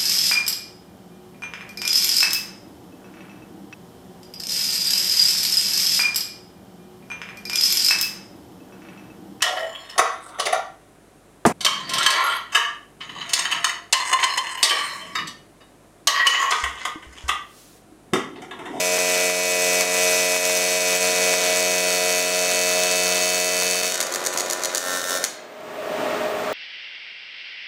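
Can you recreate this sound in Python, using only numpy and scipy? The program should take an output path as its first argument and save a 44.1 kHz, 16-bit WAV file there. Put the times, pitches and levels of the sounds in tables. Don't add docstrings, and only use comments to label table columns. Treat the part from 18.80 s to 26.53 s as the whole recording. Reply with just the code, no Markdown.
import sys
import numpy as np
from scipy import signal
from scipy.fft import rfft, irfft, next_fast_len
from scipy.io import wavfile
from scipy.ndimage import uniform_filter1d

SR = 44100
rng = np.random.default_rng(int(sys.argv[2]) if len(sys.argv) > 2 else 0)


def convert_level_to_amplitude(level_db):
    exponent = np.asarray(level_db, float) / 20
    return 10 ** exponent


def dump_mix(stems):
    frames = np.atleast_2d(stems).T
    limited = np.clip(frames, -1, 1)
    pcm = np.round(limited * 32767).astype(np.int16)
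    wavfile.write(sys.argv[1], SR, pcm)


N = 340893
T = np.arange(N) / SR

CYCLE_HZ = 90.193
OUT_S = 6.441
DUCK_OUT_DB, RELEASE_S = 18, 6.495
# [delay/ms, level/dB]
BENCH = [(.24, -16), (.45, -9), (.87, -10), (1.3, -13), (1.88, -7), (2.38, -11), (2.75, -12), (3.4, -15)]
# [f/Hz, density/dB per Hz]
CRACK = [(1180, -32.5), (2000, -14), (2200, -9), (2530, -3.5), (2750, 4), (3350, -3), (3650, -2.5),
         (3980, 0), (4560, -3), (4930, -3), (6270, 10.5), (7070, 0.5), (15600, -13)]


def unit(x):
    return x / np.sqrt(np.mean(x ** 2) + 1e-20)


def along(points, hz):
    f, v = np.transpose(points)
    return np.interp(np.log(hz + 1), np.log(f + 1), v)


def curves(rows):
    s, *cols = np.transpose(rows)
    return [np.interp(T, s, c) for c in cols]


def wobble(rate):
    knots = rng.standard_normal(400)
    return np.interp(T * rate, np.arange(len(knots)), knots)


def filtered(x, response):
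    m = next_fast_len(N + SR // 2)
    return irfft(rfft(x, m) * response(np.fft.rfftfreq(m, 1 / SR)), m)[:N]


def impulses(times, sizes):
    at = np.asarray(times) * SR
    taps = np.floor(at)[:, None] + np.arange(-7, 9)
    offset = taps - at[:, None]
    shape = np.sinc(offset) * np.cos(np.pi * offset / 16) ** 2
    index = np.clip(taps, 0, N).astype(int).ravel()
    return np.bincount(index, (shape * sizes[:, None]).ravel(), N + 1)[:N]


def noise(spectrum):
    return unit(filtered(rng.standard_normal(N), lambda hz: convert_level_to_amplitude(along(spectrum, hz))))


def bench(hz, echoes=BENCH):
    return 1 + sum(convert_level_to_amplitude(db) * np.exp(-2j * np.pi * hz * ms / 1000) for ms, db in echoes)


def click(spectrum, echoes=BENCH):
    return lambda hz: convert_level_to_amplitude(along(spectrum, hz)) / np.mean(convert_level_to_amplitude(along(spectrum, hz))) * bench(hz, echoes)


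def cycles():
    first_strike_s = .00384
    tick_ms, tick_hz = .05, 16.399
    # [t/s, delay/ms]
    slip_table = [
        (5.21, 1.2),
        (5.46, .93),
        (5.7, .93),
        (5.95, .88),
        (6.225, 2.03),
    ]
    # [t/s, extra delay/ms]
    lean_table = [
        (0, -.12),
        (.3, -.03),
        (1, 0),
        (2.6, .12),
        (3.5, 0),
        (5, .03),
    ]
    late_ms = sum(ms * np.clip((T - s) * 200, 0, 1) for s, ms in slip_table)
    late_ms += curves(lean_table)[0]
    late_ms += tick_ms / 2 * signal.sawtooth(2 * np.pi * tick_hz * T, .15)
    return (T - first_strike_s - late_ms / 1000) * CYCLE_HZ


def loudness():
    fall_s, dulls = 0.02, 0.36
    # [t/s, loudness/dB, crackle over hum/dB]
    arc_table = [(0, -21, 0), (1.25, -19, 0), (1.9, -21.5, 0), (2.5, -19, -3), (2.9, -21, -3.5),
                 (4.1, -21, -2.5), (4.9, -23.5, -0.5), (5.0, -25, 0), (5.05, -24.5, 1), (5.16, -31, 6.5),
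                 (5.28, -33.5, -3), (5.4, -31, -4), (5.9, -32, -1), (6.156, -26.5, -2.5), (6.24, -33, -2.5),
                 (6.324, -28, 1), (6.43, -26, -6)]
    # [t/s, depth/dB, recovery/s]
    sag_table = [(.16, -1.5, 0.039), (.5, 2.5, 0.36), (.77, 0, 0.19), (1.02, 4.5, 0.15), (1.43, 1, 0.09),
                 (1.565, 3.5, .08), (1.97, 1.5, 0.073), (2.16, 4, 0.045), (2.29, 2, 0.11),
                 (2.54, 2.5, 0.14), (3.0, 0.5, 0.061), (3.4, 1.5, 0.45), (3.67, 0, 0.26),
                 (4.3, -0.5, 0.085), (5.97, 4.5, 0.1), (6.215, -0.5, 0.079), (6.375, 6, .2)]
    level_db, harsh_db = curves(arc_table)
    sag_db = sum(np.interp(T, [s, s + fall_s, s + fall_s + back_s], [0, db, 0]) for s, db, back_s in sag_table)
    return level_db - sag_db, level_db + harsh_db - (1 + dulls) * sag_db


def struck():
    # [t/s, half length/s]
    misfire_table = [
        (.182, .005),
        (5.022, .004),
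    ]
    return 1 - sum(0.85 * np.exp(-((T - s) / half_s) ** 4) for s, half_s in misfire_table)


def partial(k, turns, low):
    # [delay after strike/ms, signed size full current, signed size low current]
    step_table = [(-.4, -.8, .4), (0, -.7, -1), (.3, .6, 0), (.5, -.3, -.4), (.9, 0, .5), (1.55, -.6, 0),
                  (1.8, .4, -.3), (4.8, -.5, 0), (6.75, .8, -.5), (7.2, .8, 0), (7.6, -.8, 0), (8.6, .6, 0)]
    inverted = (2, 6)
    ms, full, weak = np.transpose(step_table)
    turn = np.exp(-2j * np.pi * k * CYCLE_HZ * ms / 1000)
    full_angle = np.angle(full @ turn) + 0.5 * rng.standard_normal() + np.pi * (k in inverted)
    angle = (1 - low) * full_angle + low * np.angle(weak @ turn)
    return np.cos(2 * np.pi * k * turns + angle + 0.2 * wobble(12))


def hum(turns, low):
    # [harmonic, level/dB]
    early_table = [(1, -35.5), (2, -13), (3, -14.5), (4, -14), (5, -2.5), (6, -5), (7, 1.5), (8, -7),
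                   (9, -24), (10, -19.5), (11, -11), (12, -33), (13, -45), (14, -30), (15, -16.5),
                   (16, -20.5), (17, -19), (18, -16.5), (19, -18), (20, -13.5), (21, -21), (22, -6),
                   (23, -15.5), (24, -63), (25, -5.5), (26, -9), (27, -10), (28, -2), (29, -13),
                   (30, -14.5)]
    # [harmonic, level/dB]
    late_table = [(1, -34.5), (2, -11), (3, -14.5), (4, -11), (5, -2.5), (6, -6), (7, 2), (8, -5), (9, -23),
                  (10, -19.5), (11, -11.5), (12, -18.5), (13, -36), (14, -20), (15, -13.5), (16, -14),
                  (17, -17), (18, -15.5), (19, -13), (20, -14.5), (21, -19), (22, -6.5), (23, -18.5),
                  (24, -30), (25, -7), (26, -18), (27, -11), (28, -4), (29, -1), (30, -19)]
    # [harmonic, level/dB]
    sputter_table = [(1, -41), (2, -16), (3, -17), (4, -0.5), (5, -7), (6, 1), (7, 1), (8, -2.5), (9, -3.5),
                     (10, -27), (11, 0), (12, -22), (13, -5), (14, -8), (15, -11), (16, -8), (17, -19),
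                     (18, -21), (19, -24), (20, -1), (21, -27), (22, -6), (23, -32), (24, -34), (25, -39),
                     (26, -28), (27, -8), (28, -21), (29, -29), (30, -29)]
    # [harmonic, level/dB]
    settled_table = [(1, -37), (2, -15.5), (3, -8), (4, -24), (5, -9), (6, 0), (7, -0.5), (8, -9), (9, -4),
                     (10, -21), (11, -13), (12, -4), (13, -14), (14, -17), (15, 2), (16, -10), (17, -2),
                     (18, -5), (19, -17), (20, 4.5), (21, -25), (22, -9), (23, -31), (24, -33), (25, -38),
                     (26, -32), (27, -32), (28, -36), (29, -30), (30, -35)]
    out = np.zeros(N)
    stages = zip(early_table, late_table, sputter_table, settled_table)
    for (k, early_db), (_, late_db), (_, sputter_db), (_, low_db) in stages:
        db = np.interp(T, [2.2, 4.0, 5.08, 5.22, 5.95, 6.05],
                       [early_db, late_db, late_db, sputter_db, sputter_db, low_db])
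        out += convert_level_to_amplitude(db + 1.16 * wobble(7)) * partial(round(k), turns, low)
    return out / np.sqrt(abs(uniform_filter1d(out ** 2, SR // 4)))


def scattered(x):
    level_db, t60_s, corner_hz = -5, .014, 7000
    dying = convert_level_to_amplitude(-60 * T[:SR // 25] / t60_s)
    envelope = signal.fftconvolve(abs(x), dying / np.linalg.norm(dying))[:N]
    hiss = envelope * rng.standard_normal(N)
    return x + convert_level_to_amplitude(level_db) * filtered(hiss, lambda hz: hz ** 4 / (hz ** 4 + corner_hz ** 4))


def harmonic_balance(column):
    width_hz = 38
    # [harmonic, gain torch far/dB, gain torch moved on/dB]
    balance_table = [(29, -9, -9), (30, 0, 3), (31, 9, 6), (32, 3, 1), (33, 11, 5), (34, 9, 3), (35, -6, -8),
                     (37, -4, -4), (38, -3, -1), (39, 13, 6), (41, 2, 3), (42, -2, -7), (43, -1, -6),
                     (44, 9, 6), (45, 0, 3), (46, 2, 4), (47, -1, -5), (48, 0, -8), (49, 2, -4), (50, 6, 3),
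                     (51, 1, -3), (52, -6, -2), (53, -6, -4), (54, -2, 6), (55, 14, 4), (56, -2, -13),
                     (57, 18, 0), (58, 4, -6), (59, 3, -2), (60, 8, 4), (61, 0, 3), (62, 6, 9), (64, -4, -3),
                     (67, 20, 5), (69, -15, -9), (70, -9, 6), (71, -5, 0), (72, 7, 7), (73, 3, 4),
                     (74, -11, -6), (75, -7, -2), (76, -9, -2), (77, -4, 6), (78, 7, 9),
                     (80, 9, 7), (81, -1, -7), (82, 2, -13), (83, 14, 0), (84, -1, -6), (85, 7, 1),
                       (86, 14, 13), (87, 1, 3), (88, 6, 3), (90, 12, 3), (91, 13, -6), (93, 3, 11),
                       (94, -4, -1), (95, 2, 3), (96, 6, 2), (97, -3, -10), (98, 3, -8), (99, -3, -6),
                       (100, 4, 3), (101, -5, 1), (102, -15, -7), (103, -3, 4), (104, -8, 0), (105, -4, -2),
                       (107, -3, -5), (108, 3, 3), (109, 6, 3), (110, 11, 14), (111, 3, 4), (112, -4, -4),
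                       (113, 4, 1), (114, 3, -3), (115, 13, 0), (116, 6, 3), (117, -8, -4), (119, 2, 7),
                       (120, 4, 1), (121, 9, 9), (123, 4, 2), (124, -8, -9)]
    rows = np.array(balance_table)
    return lambda hz: 1 + sum((convert_level_to_amplitude(row[column]) - 1) * np.exp(-((hz - row[0] * CYCLE_HZ) / width_hz) ** 2)
                              for row in rows)


def crackle(turns, low, travel):
    rising_gains_db = 1.5
    dull_hz = 5000
    # [delay/ms, sign, full current/dB, low current/dB, scatter/ms, scatter/dB]
    strike_table = [
        (0, -1, 0, 6, 0.007, 1.0),
        (4.7, -1, -5, -9, 0.009, 1.0),
        (6.7, 1, -1, -30, 0.008, 1.3),
        (6.7, -1, -30, -2, 0.015, 2.5),
    ]
    # [f/Hz, density/dB per Hz]
    late_spectrum = [(1180, -29), (2000, -13), (2300, -4), (2610, -21), (3000, -2), (3650, -4.5), (4450, 3),
                     (5300, -2), (6500, 1.5), (7300, -2), (8200, -4), (13000, -14.5), (15600, -15.5)]
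    # [f/Hz, density/dB per Hz]
    low_spectrum = [(900, -22), (1350, -4), (1800, -5.5), (2300, -16), (3600, -2), (4600, -9.5), (5500, -1),
                    (6500, -3.5), (15600, -18)]
    # [delay/ms, level/dB]
    late_echoes = [(.22, -28), (.46, -30), (.9, -21.5), (1.35, -4), (1.85, -18), (2.38, -18), (2.7, -19),
                   (3.4, -18)]
    start = np.interp(np.arange(-1, turns[-1] - 1), turns, T)
    start_low = np.interp(start, T, low) ** 2
    train = np.zeros(N)
    for ms, sign, full_db, low_db, scatter_ms, scatter_db in strike_table:
        luck = rng.standard_normal((len(start), 2))
        db = full_db + (sign > 0) * rising_gains_db * start
        db = db + start_low * (low_db - full_db) + scatter_db * luck[:, 1]
        train += impulses(start + (ms + scatter_ms * luck[:, 0]) / 1000, np.sign(sign) * convert_level_to_amplitude(db))
    train = scattered(train)
    early = unit(filtered(train, click(CRACK)))
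    late = unit(filtered(train, click(late_spectrum, late_echoes)))
    early = filtered(early, harmonic_balance(column=1))
    late = filtered(late, harmonic_balance(column=2))
    sharp = np.cos(np.pi / 2 * travel) * early + np.sin(np.pi / 2 * travel) * late
    weak = filtered(train, click(low_spectrum, late_echoes))
    sharp = (1 - low) * sharp + low * convert_level_to_amplitude(3.0) * unit(weak)
    starved = low * np.clip((6.0 - T) / 0.094, 0, 1)
    return (1 - starved) * sharp + starved * filtered(sharp, lambda hz: 1 / (1 + (hz / dull_hz) ** 2))


def singing(lines, turns, low):
    return unit(sum(convert_level_to_amplitude(db + 2.4 * wobble(9)) * partial(round(hz / CYCLE_HZ), turns, low) for hz, db in lines))


def arc():
    # [f/Hz, density/dB per Hz]
    roar_spectrum = [(24, -45), (60, -49), (171, -23.5), (400, -15.5), (442, -17), (627, -8), (825, -19),
                     (983, -16), (1260, -13), (2480, -16), (3270, -14.5), (6260, -17.5), (15800, -35)]
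    # [f/Hz, density/dB per Hz]
    low_roar_spectrum = [(24, -70), (40, -45), (351, -1.5), (485, 0), (536, 8.5), (862, -13), (1000, -1),
                         (2860, -13), (6510, -13), (13400, -22), (15600, -29)]
    # [f/Hz, level/dB]
    singing_lines = [(3517, -48), (3607, -48), (3067, -51), (5141, -45), (5410, -43), (5593, -45),
                     (6043, -47), (6315, -45), (6492, -44), (6767, -45), (7036, -47), (7488, -42),
                     (7666, -47), (7215, -51)]
    # [t/s, swell/dB, half length/s]
    flare_table = [(5.209, 9, 0.011), (5.235, 8, .008), (5.315, 6, .015), (5.357, 8, 0.014),
                   (5.42, 6.5, .03), (5.47, 3, .01), (5.52, 2, 0.0073), (5.564, 8, .018), (5.605, 5, 0.016),
                   (5.69, 7, 0.016), (5.73, 3, .012), (5.803, 3, .02), (5.85, 4.5, .02), (5.947, 1, .02)]
    hum_db, crackle_db = loudness()
    turns = cycles()
    travel = np.clip((T - 1.6) / 3, 0, 1)
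    low = np.clip((T - 5.05) / 0.15, 0, 1)
    settled = np.clip((T - 5.95) / 0.079, 0, 1)
    burning = np.clip((OUT_S - T) / 0.0027, 0, 1)
    fading = convert_level_to_amplitude(-60 * np.clip(T - OUT_S, 0, None) / 0.18)
    pulsing = 1 + 0.33 * np.cos(4 * np.pi * (turns - .08))
    puffing = 0.61 * np.exp(1.34 * np.cos(2 * np.pi * (turns - .25)))
    flare_db = sum(db * np.exp(-((T - s) / half_s) ** 2) for s, db, half_s in flare_table)
    unsteady = convert_level_to_amplitude(hum_db + 2.2 * wobble(18)) * pulsing
    full_roar = convert_level_to_amplitude(-12) * (1 - low) * noise(roar_spectrum)
    low_roar = convert_level_to_amplitude(flare_db - 6.5) * low * puffing * noise(low_roar_spectrum)
    fizz = convert_level_to_amplitude(crackle_db - 24) * pulsing * low * noise(CRACK)
    roar = unsteady * (full_roar + low_roar) + fizz
    upper = convert_level_to_amplitude(-7.0) * settled * singing(singing_lines, turns, 0.54)
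    tonal = convert_level_to_amplitude(hum_db - 2.5) * hum(turns, low) + convert_level_to_amplitude(crackle_db) * upper
    restrikes = convert_level_to_amplitude(crackle_db - 3.0) * crackle(turns, low, travel) * struck()
    return fading * struck() * tonal, burning * (restrikes + roar)


def sparks():
    sputter_push_db = -27.5
    push_low_hz = 350
    sizzle_db, sizzle_t60_s = -15, .016
    # [t/s, peak/dB, push relative to peak/dB]
    pop_table = [(0.1804, -17, 1), (0.4976, -12, -7), (1.0081, -4, -8), (1.5618, -14, -1), (1.652, -6, -20),
                 (1.697, -17, 0), (2.2423, -15, -12), (2.538, -14, -1.5), (3.9118, -15, -10),
                 (4.8217, -9.5, -10), (5.0314, -11.5, -8.5), (5.1207, -9, -11.5), (5.142, -7, -34),
                 (5.1544, -8, -36), (5.1765, -11, -28), (6.133, -12, -12), (6.2147, -16, -23),
                 (6.24, -11, -12), (6.2916, -12, -19), (6.3715, -12, -32)]
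    # [t/s, peak/dB, gap/ms, second re first/dB]
    sputter_table = [(5.2031, -2.5, 7.8, -0.5), (5.2265, -7, 7.7, -7), (5.267, -10, 14, -15),
                     (5.3223, -10, 5.5, -12), (5.3383, -8.5, 8.4, 1.5), (5.3577, -6, 10, -15),
                     (5.4396, -12, 9.9, -1), (5.4625, -3.5, 6.6, -2), (5.526, -17, 10, 4),
                     (5.5743, -3.5, 9, -6), (5.4515, -14, 4.4, 0), (5.4795, -16, 6.7, -9),
                     (5.5305, -17, 10, 2), (5.5875, -10, 28, -4), (5.5982, -8, 6.9, 2),
                     (5.6606, -16, 3.9, -2), (5.699, -4.5, 10, -2), (5.7234, -7.5, 8.2, 2),
                     (5.8192, -16, 4.8, 1), (5.8352, -5, 6, -21), (5.8471, -5, 7.8, 0.5),
                     (5.8985, -49, 5.2, -7), (5.9479, -4.5, 7.5, -1.5), (5.9714, -7, 7.6, 1),
                     (6.4398, -0.5, 7.5, -5), (6.4564, -19, 5.9, -9)]
    # [f/Hz, density/dB per Hz]
    spark_spectrum = [(590, -85), (1000, -6.5), (1740, 0), (2820, -7.5), (4470, 0), (5020, -2.5),
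                      (6540, 5.5), (7170, 0.5), (13400, -11.5), (15700, -15.5)]
    pop_s, pop_db, pop_push_db = np.transpose(pop_table)
    first_s, first_db, gap_ms, second_db = np.transpose(sputter_table)
    s = np.concatenate([pop_s, first_s, first_s + gap_ms / 1000])
    db = np.concatenate([pop_db, first_db, first_db + second_db])
    push_db = np.concatenate([pop_db + pop_push_db, np.full(2 * len(sputter_table), sputter_push_db)])
    train = impulses(s + 0.000943, convert_level_to_amplitude(db + 2.5))
    dying = convert_level_to_amplitude(sizzle_db - 60 * T[:SR // 20] / sizzle_t60_s)
    sizzle = signal.fftconvolve(train, dying)[:N] * noise(spark_spectrum)
    fuller = filtered(train * (T < 5), click(CRACK))
    crack = .5 * fuller + filtered(train, click(spark_spectrum)) + sizzle
    u = np.arange(300) / SR / 0.000098
    pulse = (1 - u / 2) * u * np.exp(1 - u)
    push = signal.fftconvolve(impulses(s + 0.000891, -convert_level_to_amplitude(push_db + 13.5)), pulse)[:N]
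    return crack + filtered(push, lambda hz: bench(hz) * (1j * hz / (push_low_hz + 1j * hz)) ** 2)


def shop(x):
    # [f/Hz, t60/s]
    decay_table = [(300, 0.94), (2500, 0.92), (5000, 0.5), (12000, 0.31)]
    hz, t, z = signal.stft(rng.standard_normal(SR // 2), SR, nperseg=256)
    tail = signal.istft(z * convert_level_to_amplitude(-60 * t / along(decay_table, hz)[:, None]), SR, nperseg=256)[1]
    return signal.fftconvolve(np.pad(x, (300, 0)), tail / np.linalg.norm(tail))[:N]


def ducking():
    full_db, low_db, release_takes_s = 21, 15, 0.8
    held = np.interp(T, [5, 5.4, OUT_S, RELEASE_S], [full_db, low_db, low_db, DUCK_OUT_DB])
    return held * np.cos(np.pi / 2 * np.clip((T - RELEASE_S) / release_takes_s, 0, 1)) ** 2


def fan():
    level_db, flutter_db = -24.5, 2.2
    # [f/Hz, density/dB per Hz]
    rush_spectrum = [(24, -82), (40, -32.5), (229, -16.5), (360, -13.5), (413, -20), (473, -15), (621, -8),
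                     (695, -11.5), (999, -19), (1250, -16), (1570, -22.5), (2590, -24.5), (4770, -34.5),
                     (9000, -41), (11700, -76), (19800, -120)]
    # [f/Hz, level/dB]
    blade_table = [(236.9, -37.5), (397.5, -35), (422.5, -28.5), (516, -45), (619.1, -23), (657, -30.5),
                   (1125, -37), (1211, -42), (1314, -61), (1690, -39), (1857, -37.5), (2767, -58)]
    # [f/Hz, density/dB per Hz]
    gas_spectrum = [(4120, -31), (7000, -5), (8210, -8), (9200, -2), (11300, -6), (12700, -7), (14200, 6),
                    (15000, -2), (15700, -17.5)]
    top_db = max(db for _, db in blade_table)
    tones = np.zeros(N)
    for hz, db in blade_table:
        level = convert_level_to_amplitude(db - top_db + flutter_db * wobble(22))
        tones += level * np.sin(2 * np.pi * hz * T + 0.42 * wobble(14))
    rush = noise(rush_spectrum) * convert_level_to_amplitude(1.1 * wobble(7.3)) + convert_level_to_amplitude(-22.5) * noise(gas_spectrum)
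    return convert_level_to_amplitude(level_db - ducking()) * unit(rush + convert_level_to_amplitude(-1.5) * unit(tones))


def scene():
    tonal, rough = arc()
    bursts = sparks()
    lifted = convert_level_to_amplitude(.6 * (DUCK_OUT_DB - ducking()) * (T > RELEASE_S))
    room = lifted * shop(convert_level_to_amplitude(-6) * rough + convert_level_to_amplitude(-7.0) * bursts)
    return (tonal + rough + bursts + room + fan())[None]


def top_cut(x):
    return signal.sosfilt(signal.butter(12, 16530, fs=SR, output="sos"), x)


def record(dry):
    low_hz, top_hz, overload = 95, 15750, .96
    mic = filtered(dry[0], lambda hz: (1j * hz / (low_hz + 1j * hz)) ** 2 * (hz < top_hz))
    mic = mic / (1 + abs(mic / overload) ** 8) ** (1 / 8)
    return top_cut(mic[None])


dry = scene()
out = record(dry)
dump_mix(out)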